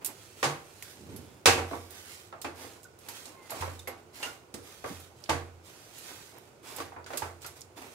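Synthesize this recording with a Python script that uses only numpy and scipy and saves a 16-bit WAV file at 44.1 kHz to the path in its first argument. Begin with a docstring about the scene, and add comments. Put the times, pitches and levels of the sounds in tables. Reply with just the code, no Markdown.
"""Crumbs rustle and tick as a wooden spatula stirs a sticky mixture in a steel pan on a gas stove.
The pan clanks and rings on the burner grate, and the mixture tumbles once in a low patter.
The blade knocks, rocks the pan, sticks and squeaks on bare steel, and thumps once into the food.
Every stroke is a swarm of tiny contacts. A small tiled kitchen adds short echoes and a soft murmur."""
import sys
import numpy as np
from scipy import signal
from scipy.fft import rfft, irfft, next_fast_len
from scipy.io import wavfile
from scipy.ndimage import map_coordinates

SR = 44100
rng = np.random.default_rng(int(sys.argv[2]) if len(sys.argv) > 2 else 0)


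def transcribe(signal):
    """Save signal, clipped to [-1, 1], as a 16-bit WAV file at the path in sys.argv[1]."""
    frames = np.atleast_2d(signal).T
    limited = np.clip(frames, -1, 1)
    pcm = np.round(limited * 32767).astype(np.int16)
    wavfile.write(sys.argv[1], SR, pcm)


N = 350154

# Blade strokes. Each row: start, speed-up and slow-down in seconds, crumb level and drag level in dB.
STROKES = [(0, 0.018, .08, -59, -47), (.04, .06, 0.037, -57, -46.5), (.1, 0.12, 0.34, -53, -78),
           (.35, 0.04, 0.28, -51, -63), (.64, 0.27, 0.13, -50.5, -60.5), (1.0, .15, 0.24, -55, -57.5),
           (1.6, 0.13, 0.21, -49.5, -67), (1.885, 0.08, 0.21, -47.5, -59), (2.029, 0.081, 0.14, -47, -58.5),
           (2.539, 0.078, 0.143, -46.5, -49.5), (2.99, 0.095, .04, -52, -55), (3.07, 0.096, 0.14, -46, -55),
           (3.23, 0.036, 0.2, -65, -51), (3.4, 0.075, .03, -55, -57), (3.48, 0.088, .19, -45, -44.5),
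           (3.95, .05, 0.018, -61.5, -60), (4.122, 0.12, 0.08, -43, -48.5),
           (4.61, 0.061, 0.2, -50.5, -58.5), (4.819, 0.07, 0.16, -45.5, -52.5),
           (5.14, .12, 0.22, -57.5, -65), (5.625, 0.052, 0.79, -53, -62), (5.919, 0.18, 0.19, -46, -52.5),
           (6.29, 0.096, .01, -59, -53), (6.45, 0.034, 0.039, -66, -66.5), (6.62, .07, 0.11, -46, -47.5),
           (6.7, 0.11, 0.042, -45.5, -41), (7.06, .12, 0.09, -48.5, -51), (7.4, 0.036, .06, -49.5, -59),
           (7.545, 0.019, 0.06, -52.5, -72), (7.754, 0.021, 0.043, -46.5, -47),
           (7.79, 0.031, 0.23, -52, -49.5)]
# Blade edge and hard crumbs on steel. Each row: start in seconds, crack level and ring level in dB,
# favoured pitch in Hz.
TICKS = [(0.0461, -27.5, -29, 15300), (0.0589, -27.5, -29.5, 9100), (0.8236, -31, -44.5, 15330),
         (1.1622, -37, -50.5, 11300), (1.906, -42, -47, 15500), (2.4154, -28.5, -45.5, 15200),
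         (2.831, -44, -52, 3720), (2.9876, -45.5, -59, 11300), (3.0858, -32.5, -42.5, 11200),
         (3.255, -32, -60, 11300), (3.5049, -30, -38.5, 11200), (3.6113, -31, -56, 11250),
         (3.7921, -35.5, -52.5, 3720), (3.8753, -42, -43, 11300), (4.5402, -28, -55, 8000),
         (4.999, -47, -51.5, 11300), (5.9818, -37, -50.5, 11300), (6.762, -35, -39.5, 15330),
         (7.1725, -19.5, -36.5, 11300), (7.4178, -39, -55, 8050), (7.4622, -29.5, -47, 11300)]
# Crumbs snapping. Each row: start in seconds, level in dB, pitch in Hz.
SNAPS = [(.047, -27, 9000), (.059, -25.5, 8950), (.824, -40, 2210), (2.326, -48, 3200),
         (2.416, -43.5, 8000), (2.842, -44, 6900), (5.239, -37.5, 4900), (5.259, -42, 3200),
         (6.383, -46.5, 11900), (7.043, -47, 4500), (7.608, -38, 7450), (7.616, -36, 5760)]
# Pan on grate. Each row: start in seconds, level in dB, then boom (bass), body (low mids) and
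# edge (treble) in dB against that level, strongest note in Hz.
CLANKS = [(.428, -26.5, -27.5, -13.5, -7, 1135), (.44, -31.5, -23.5, -5.5, 0.5, 143),
          (1.457, -18, -24, -12, 0.5, 2600), (1.472, -25.5, -12.5, -5, 0.5, 356),
          (1.578, -34, -13, -3, -10.5, 755), (3.606, -43.5, 1.5, -12, -2, 1020)]
# Blade on pan. Each row: start in seconds, level in dB, body and edge in dB against it, note in Hz.
KNOCKS = [(1.711, -39.5, 0.5, -24.5, 684), (1.732, -36, -1.5, -41, 940), (2.326, -44, -11, -23, 1290),
          (2.338, -47, -17, -25, 676), (2.445, -35.5, -2, -9, 840), (2.448, -38.5, -5, -15, 2540),
          (2.645, -49.5, 2, -12, 473), (3.086, -47, -9, 3.5, 945), (3.496, -44.5, -19, -4, 880),
          (3.517, -38, -10, -19, 664), (3.622, -33, -9.5, -20, 960), (3.675, -43, -1, -13, 555),
          (3.873, -39, -6, -6.5, 2100), (3.877, -42, -4.5, -12, 514), (4.228, -36, -17, 0, 2780),
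          (4.26, -44.5, -3.5, -5, 1420), (4.54, -45, 4, -11.5, 215), (4.841, -36.5, -4.5, -21.5, 554),
          (4.843, -41, -13, -22, 1220), (5.29, -34, -3, -19, 710), (5.294, -25, -4, -4, 846),
          (6.784, -44.5, -2, -1, 1130), (6.801, -39, -3.5, -5, 1130), (6.92, -46.5, -13, -29.5, 764),
          (6.963, -41, -6, -35, 950), (7.062, -47.5, -7, -0.5, 1480), (7.103, -40.5, -7, -17, 734),
          (7.133, -37, -8, -12, 603), (7.22, -32.5, -8, -16, 906), (7.445, -44.5, -13, -2, 1390)]
# Pushes that tip the pan. Each row: start in seconds, level in dB.
ROCKS = [(2.646, -55), (4.929, -49.5), (5.296, -39.5), (6.965, -53), (7.1, -56), (7.22, -46.5),
         (7.446, -50.5)]
# Blade squeaks. Each row: start and length in seconds, first and last pitch in Hz, level in dB.
SQUEAKS = [(2.848, 0.02, 1520, 1440, -46.5), (3.313, 0.13, 1095, 1040, -56),
           (3.35, 0.164, 2160, 2000, -60.5), (3.788, 0.018, 3790, 3580, -46),
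           (4.222, 0.052, 2850, 2806, -37.5), (4.234, 0.083, 1440, 1414, -44.5)]

# Ringing modes. Each row: pitch in Hz, relative level in dB, time to fade 60 dB in seconds.
STEEL_MODES = [(2690, -19.5, 0.094), (3500, -28, 0.12), (4950, -14.5, 0.12), (7020, -8.5, 0.05),
               (7830, -10.5, 0.15), (9200, -5, 0.077), (11030, -8, 0.089), (11480, -6.5, 0.13),
               (14700, -7, 0.11)]  # thin and high
PAN_MODES = [(87.2, 7.5, 0.83), (139.9, -0.5, 0.5), (345, -7, 0.5), (394, -11, 0.26), (469, -4, 0.44),
             (578, -15.5, 0.48), (688.6, -10.5, 0.44), (786, -10, 0.45), (905, -12, 0.22), (1137, -7, 0.32),
             (1339, -12, 0.31), (1524, -8.5, 0.27), (1614, -11.5, 0.3), (1670, -24, 0.35), (2077, -9, 0.28),
             (2227, -17.5, 0.49), (2603, -9.5, 0.16), (2810, -10, 0.25), (4880, -9.5, 0.21),
             (6110, -12, 0.3)]  # pan and stove together
# Tone colours for noise. 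Each row: frequency in Hz, relative level in dB.
AIR_EQ = [(15, -43.5), (25, -29.5), (97, 1.5), (277, -12.5), (344, -1), (796, -11), (1190, -15.5),
          (1480, -12), (1650, -24.5), (2480, -21), (3080, -25.5), (7110, -26), (12500, -37), (14800, -39),
          (16000, -33.5)]
CRUMB_EQ = [(500, -30.5), (1200, -1.5), (2400, 0), (3500, -0.5), (5500, -1.5), (8000, -3), (11000, -6.5),
            (15500, -13)]
DRAG_EQ = [(120, -32.5), (260, 8), (500, 1.5), (900, 5), (1500, -5), (2500, -3.5), (5000, -26.5)]
TICK_EQ = [(400, -3), (2000, 0), (4000, 8), (8500, 7.5), (13000, -2.5), (16000, -6.5)]
CLATTER_EQ = [(55, -22.5), (85, 14), (150, 2), (195, -13.5), (250, 6), (620, 2.5), (800, 3.5), (1400, 2),
              (2600, -4), (3400, -9), (4600, -10.5), (7000, -15.5), (16000, -27)]
TUMBLE_EQ = [(30, -37), (80, -2), (150, -6.5), (260, -6), (450, -11.5), (900, -32), (2500, -57.5)]
# The tail of a blow. 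Each row: frequency in Hz, time to fade 60 dB in seconds.
CLATTER_T60 = [(90, .5), (350, 0.43), (900, 0.37), (2000, 0.42), (5000, 0.28), (14000, 0.35)]
# Stereo width. Each row: frequency in Hz, likeness of left and right from 0 (unrelated) to 1 (same).
STEREO_LIKENESS = [(60, 1), (130, 0.85), (290, 0.75), (640, 0.59), (1410, 0), (3100, 0)]
# Stereo placement. Each row: frequency in Hz, right over left in dB.
STIR_SIDE = [(100, 3.5), (400, 3.5), (1300, 3.5), (4400, 5), (8100, 8), (15000, 12.5)]
CLANK_SIDE = [(100, 1.5), (700, 4), (1500, 0.5), (4400, 3.5), (9000, 5)]
KNOCK_SIDE = [(100, 4), (300, 2), (700, 4.5), (1500, 2), (4400, 3), (9000, 6.5)]


def amp(db):
    """Decibels to gain."""
    return 10 ** (np.asarray(db) / 20)


def unit(x):
    """Scale to rms 1."""
    return x / np.sqrt(np.mean(x ** 2) + 1e-20)


def along(points, hz):
    """Read (Hz, value) points on a log frequency axis."""
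    freqs, values = np.transpose(points)
    return np.interp(np.log(hz + 1), np.log(freqs + 1), values)


def wobble(rate):
    """A smooth random curve, rate knots a second."""
    return map_coordinates(rng.standard_normal(int(N * rate / SR) + 4), [np.arange(N) * rate / SR])


def add(track, s, sound):
    """Mix a sound into the track at s seconds."""
    part = track[:, max(round(s * SR), 0):][:, :sound.shape[1]]
    part += sound[:, :part.shape[1]]


def spread(pair, eq, side):
    """Colour two unrelated signals and place them in stereo: bass narrow, treble wide, rms 1."""
    n = pair.shape[1]
    size = next_fast_len(n)
    hz = np.fft.rfftfreq(size, 1 / SR)
    a, b = rfft(pair, size) * amp(along(eq, hz))
    width = np.arccos(along(STEREO_LIKENESS, hz)) / 2
    centre, wide = a * np.cos(width), b * np.sin(width)
    lean = amp(along(side, hz) / 2)
    return unit(irfft(np.array([(centre + wide) / lean, (centre - wide) * lean]), size)[:, :n])


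def grains(rate, scatter_db):
    """Two streams of tiny random contacts of uneven size, each about rate a second."""
    size = amp(scatter_db * np.clip(rng.standard_normal((2, N)), -2, 2)) * rng.uniform(-1.08, 1, (2, N))
    return size * (rng.random((2, N)) < rate / SR)


def gesture(rise_s, fall_s, swell_db, bite_s=0.025, lift_db_per_s=151):
    """Gain of one movement: it bites in, swells to its fastest moment, slows and dies away."""
    t = np.arange(SR) / SR
    slowness = np.interp(t, [0, rise_s, rise_s + fall_s], [1, 0, 1])
    lifted_s = np.maximum(t - rise_s - fall_s, 0)
    return np.clip(t / bite_s, 0, 1) * amp(-swell_db * slowness - lift_db_per_s * lifted_s)[None]


def echo(x, t60):
    """A short diffuse answer from tiles or pan walls, different left and right."""
    t = np.arange(SR // 3) / SR
    tail = rng.standard_normal((2, len(t))) * amp(-60 * t / t60)
    return signal.fftconvolve(x, tail / np.linalg.norm(tail[0]), axes=1)[:, :N]


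def ring(modes, t, side, scatter_db, blur_hz):
    """Decaying modes, at new strengths for every blow and blurred by the food; high ones sound wide."""
    out = np.zeros((2, len(t)))
    for hz, db, t60 in modes:
        stereo_phase = np.arccos(along(STEREO_LIKENESS, hz)) * rng.standard_normal((2, 1)) * 0.81
        lean = amp(along(side, hz) / 2 * np.array([[-1], [1]]))
        drift = np.cumsum(rng.standard_normal(len(t))) * np.sqrt(2 * np.pi * blur_hz / SR)
        phase = 2 * np.pi * (hz * t + rng.random()) + stereo_phase + drift
        out += lean * amp(db + scatter_db * rng.standard_normal() - 60 * t / t60) * np.sin(phase)
    return out


def hollow(pitch_hz, t60, sharpness, side):
    """The broad note that a blow favours: a decaying band of noise, narrower as sharpness rises."""
    t = np.arange(SR // 3) / SR
    hz = pitch_hz * np.geomspace(1 / 16, 16, 161)
    detune = sharpness * (hz / pitch_hz - pitch_hz / hz) / 2
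    hump = np.column_stack([hz, -20 * np.log10(1 + detune ** 2)])
    note = spread(rng.standard_normal((2, len(t))), hump, side)
    return note * amp(-60 * t / t60) * (1 - np.exp(-t * pitch_hz))


def room_tone(level_db=-57):
    """The steady low murmur of the kitchen's air."""
    gain = amp(level_db + 0.29 * wobble(12))
    return gain * spread(rng.standard_normal((2, N)), AIR_EQ, side=[(100, 2.1), (8000, 5.8)])


def stirring(crumb_rest_db=-73.5, drag_rest_db=-65.5):
    """Crumbs rustle ahead of the blade while the wood drags over the steel in tiny slips."""
    rustle_power = np.full((1, N), amp(crumb_rest_db) ** 2)
    drag_power = np.full((1, N), amp(drag_rest_db) ** 2)
    for s, rise_s, fall_s, crumb_db, drag_db in STROKES:
        add(rustle_power, s, (amp(crumb_db) * gesture(rise_s, fall_s, swell_db=9)) ** 2)
        add(drag_power, s, (amp(drag_db) * gesture(rise_s, fall_s, swell_db=13.5)) ** 2)
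    pressure = wobble(28)
    crumbs = grains(rate=5000, scatter_db=4.5)
    # each contact rings briefly in the bowl, with a colour that changes as the blade travels
    nearness = np.array([wobble(9) for spot in range(6)])
    nearness /= np.linalg.norm(nearness, axis=0)
    bowl = sum(share * echo(crumbs, t60=0.066) for share in nearness)
    rustle = amp(-0.4 * pressure) * spread(crumbs + amp(-1) * bowl, CRUMB_EQ, STIR_SIDE)
    drag = amp(1.8 * pressure) * spread(grains(rate=2500, scatter_db=3.5), DRAG_EQ, STIR_SIDE)
    return np.sqrt(rustle_power) * rustle + np.sqrt(drag_power) * drag


def ticks(crack_t60=0.051, tail_t60=0.42, favour_db=7, attack_s=0.00041):
    """Small hard contacts: a gritty crack, its echo off the tiles and the high, damped ring of steel."""
    out, t = np.zeros((2, N)), np.arange(SR // 4) / SR
    fade = amp(-12 - 60 * t / crack_t60) + amp(-20 - 60 * t / tail_t60)
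    for s, crack_db, ring_db, pitch_hz in TICKS:
        crack = amp(crack_db) * fade * spread(rng.standard_normal((2, len(t))), TICK_EQ, STIR_SIDE)
        modes = [(hz, db + favour_db * np.exp(-(10 * np.log(hz / pitch_hz)) ** 2), t60)
                 for hz, db, t60 in STEEL_MODES]
        shimmer = amp(ring_db) * ring(modes, t, STIR_SIDE, scatter_db=2, blur_hz=260)
        add(out, s, (crack + shimmer) * (1 - np.exp(-t / attack_s)))
    return out


def snaps():
    """Tiny dry clicks of the sticky mixture, with a little echo off the tiles."""
    out = np.zeros((2, N))
    for s, db, pitch_hz in SNAPS:
        add(out, s, amp(db) * hollow(pitch_hz, t60=0.024, sharpness=3.4, side=STIR_SIDE))
    return out + amp(-9) * echo(out, t60=0.2)


def blow(boom, body, edge, side, burst_db, burst_t60, tail_db, modes_db, attack_s):
    """One hit on the pan: a dense burst, the kitchen's echo and the ring of pan and stove."""
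    t = np.arange(SR * 4 // 5) / SR
    octave = np.log2(np.fft.rfftfreq(len(t), 1 / SR) + 1)
    force_eq = [(44, boom - 30), (88, boom - 1), (176, body - 8), (350, body), (700, -2.5),
                (1400, -3), (2800, edge / 2 - 2.5), (5600, edge), (11200, edge - 6)]
    clatter = rfft(spread(rng.standard_normal((2, len(t))), CLATTER_EQ, side))
    out = np.zeros((2, len(t)))
    for hz in np.geomspace(44, 11264, 9):  # octave bands
        window = np.sqrt(np.clip(1 - abs(octave - np.log2(hz)), 0, 1))
        band = unit(irfft(clatter * window, len(t)))
        fade = amp(tail_db - 60 * t / along(CLATTER_T60, hz)) + amp(burst_db - 60 * t / burst_t60)
        swell = 1 - np.exp(-t / (attack_s + 0.5 / hz))  # low bands take longer to build up
        out += amp(along(force_eq, hz)) * band * fade * swell
    modes = [(hz, db + along(force_eq, hz), t60) for hz, db, t60 in PAN_MODES]
    ringing = ring(modes, t, side, scatter_db=2, blur_hz=1.2) * (1 - np.exp(-t / 0.008))
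    return out + amp(modes_db) * ringing


def clanks():
    """The steel pan meets the iron grate: hard, bright and ringing."""
    out = np.zeros((2, N))
    for s, db, boom, body, edge, note_hz in CLANKS:
        hit = blow(boom, body, edge, CLANK_SIDE,
                   burst_db=-7, burst_t60=0.075, tail_db=-4, modes_db=0.5, attack_s=0.00068)
        note = hollow(note_hz, t60=along(CLATTER_T60, note_hz), sharpness=11, side=CLANK_SIDE)
        add(out, s, amp(db) * hit)
        add(out, s, amp(db - 5) * note)
    return out


def tumble(start_s=0.96, level_db=-44.5):
    """Soft clumps fall back once on the floor of the lifted pan in a low, dense patter."""
    gain = np.zeros((1, N))
    add(gain, start_s, amp(level_db) * gesture(rise_s=0.19, fall_s=0.21, swell_db=13.5))
    return gain * spread(grains(rate=2500, scatter_db=1.5), TUMBLE_EQ, STIR_SIDE)


def knocks():
    """Wood meets the loaded pan: a short blow with a hollow note that starts as a broad slap."""
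    out = np.zeros((2, N))
    for s, db, body, edge, note_hz in KNOCKS:
        boom = body - 15.5  # a heavier knock rocks the pan harder on its grate
        hit = blow(boom, body, edge, KNOCK_SIDE,
                   burst_db=-6, burst_t60=0.036, tail_db=-7.5, modes_db=-2, attack_s=0.00047)
        note = hollow(note_hz, t60=0.15, sharpness=14.6, side=KNOCK_SIDE)
        slap = hollow(note_hz, t60=0.028, sharpness=4.6, side=KNOCK_SIDE)
        add(out, s, amp(db) * hit)
        add(out, s, amp(db + 1) * note + amp(db - 1) * slap)
    return out


def rocking(attack_s=0.0089):
    """The blade tips the pan softly on its grate: the two lowest modes hum without a clack."""
    out, t = np.zeros((2, N)), np.arange(SR) / SR
    lowest = [(hz, db - PAN_MODES[0][1], t60) for hz, db, t60 in PAN_MODES[:2]]
    for s, db in ROCKS:
        hum = ring(lowest, t, KNOCK_SIDE, scatter_db=1.5, blur_hz=1)
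        add(out, s, amp(db) * hum * (1 - np.exp(-t / attack_s)))
    return out


def squeaks(jitter=0.015):
    """The blade sticks and slips on bare steel: brief, unsteady falling tones with kitchen echo."""
    out, waver = np.zeros((2, N)), wobble(250)
    lean_right = amp([[-2], [2]])
    for s, length_s, start_hz, end_hz, db in SQUEAKS:
        progress = np.linspace(0, 1, int(length_s * SR))
        glide_hz = start_hz + (end_hz - start_hz) * progress
        hz = glide_hz * (1 + jitter * waver[int(s * SR):][:len(progress)])
        tone = np.sin(2 * np.pi * np.cumsum(hz) / SR)
        add(out, s, amp(db) * np.sin(np.pi * progress) * tone * lean_right)
    return out + amp(-6) * echo(out, t60=0.38)


def thump(start_s=4.9, level_db=-35.5):
    """The blade lands flat on the cushion of food: one low, dull push."""
    out = np.zeros((2, N))
    add(out, start_s, amp(level_db) * hollow(pitch_hz=244, t60=0.15, sharpness=2.2, side=KNOCK_SIDE))
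    return out


def scene():
    """Everything that sounds around the stove, in stereo."""
    return (room_tone() + stirring() + ticks() + snaps() + clanks()
            + tumble() + knocks() + rocking() + squeaks() + thump())


def record(dry, ceiling=0.85, top_hz=15750):
    """Round off the highest peaks and cut the very top of the treble."""
    rounded = dry / (1 + abs(dry / ceiling) ** 6) ** (1 / 6)
    size = next_fast_len(N + SR // 4)
    passband = np.fft.rfftfreq(size, 1 / SR) < top_hz
    return irfft(rfft(rounded, size) * passband, size)[:, :N]


dry = scene()
out = record(dry)
transcribe(out)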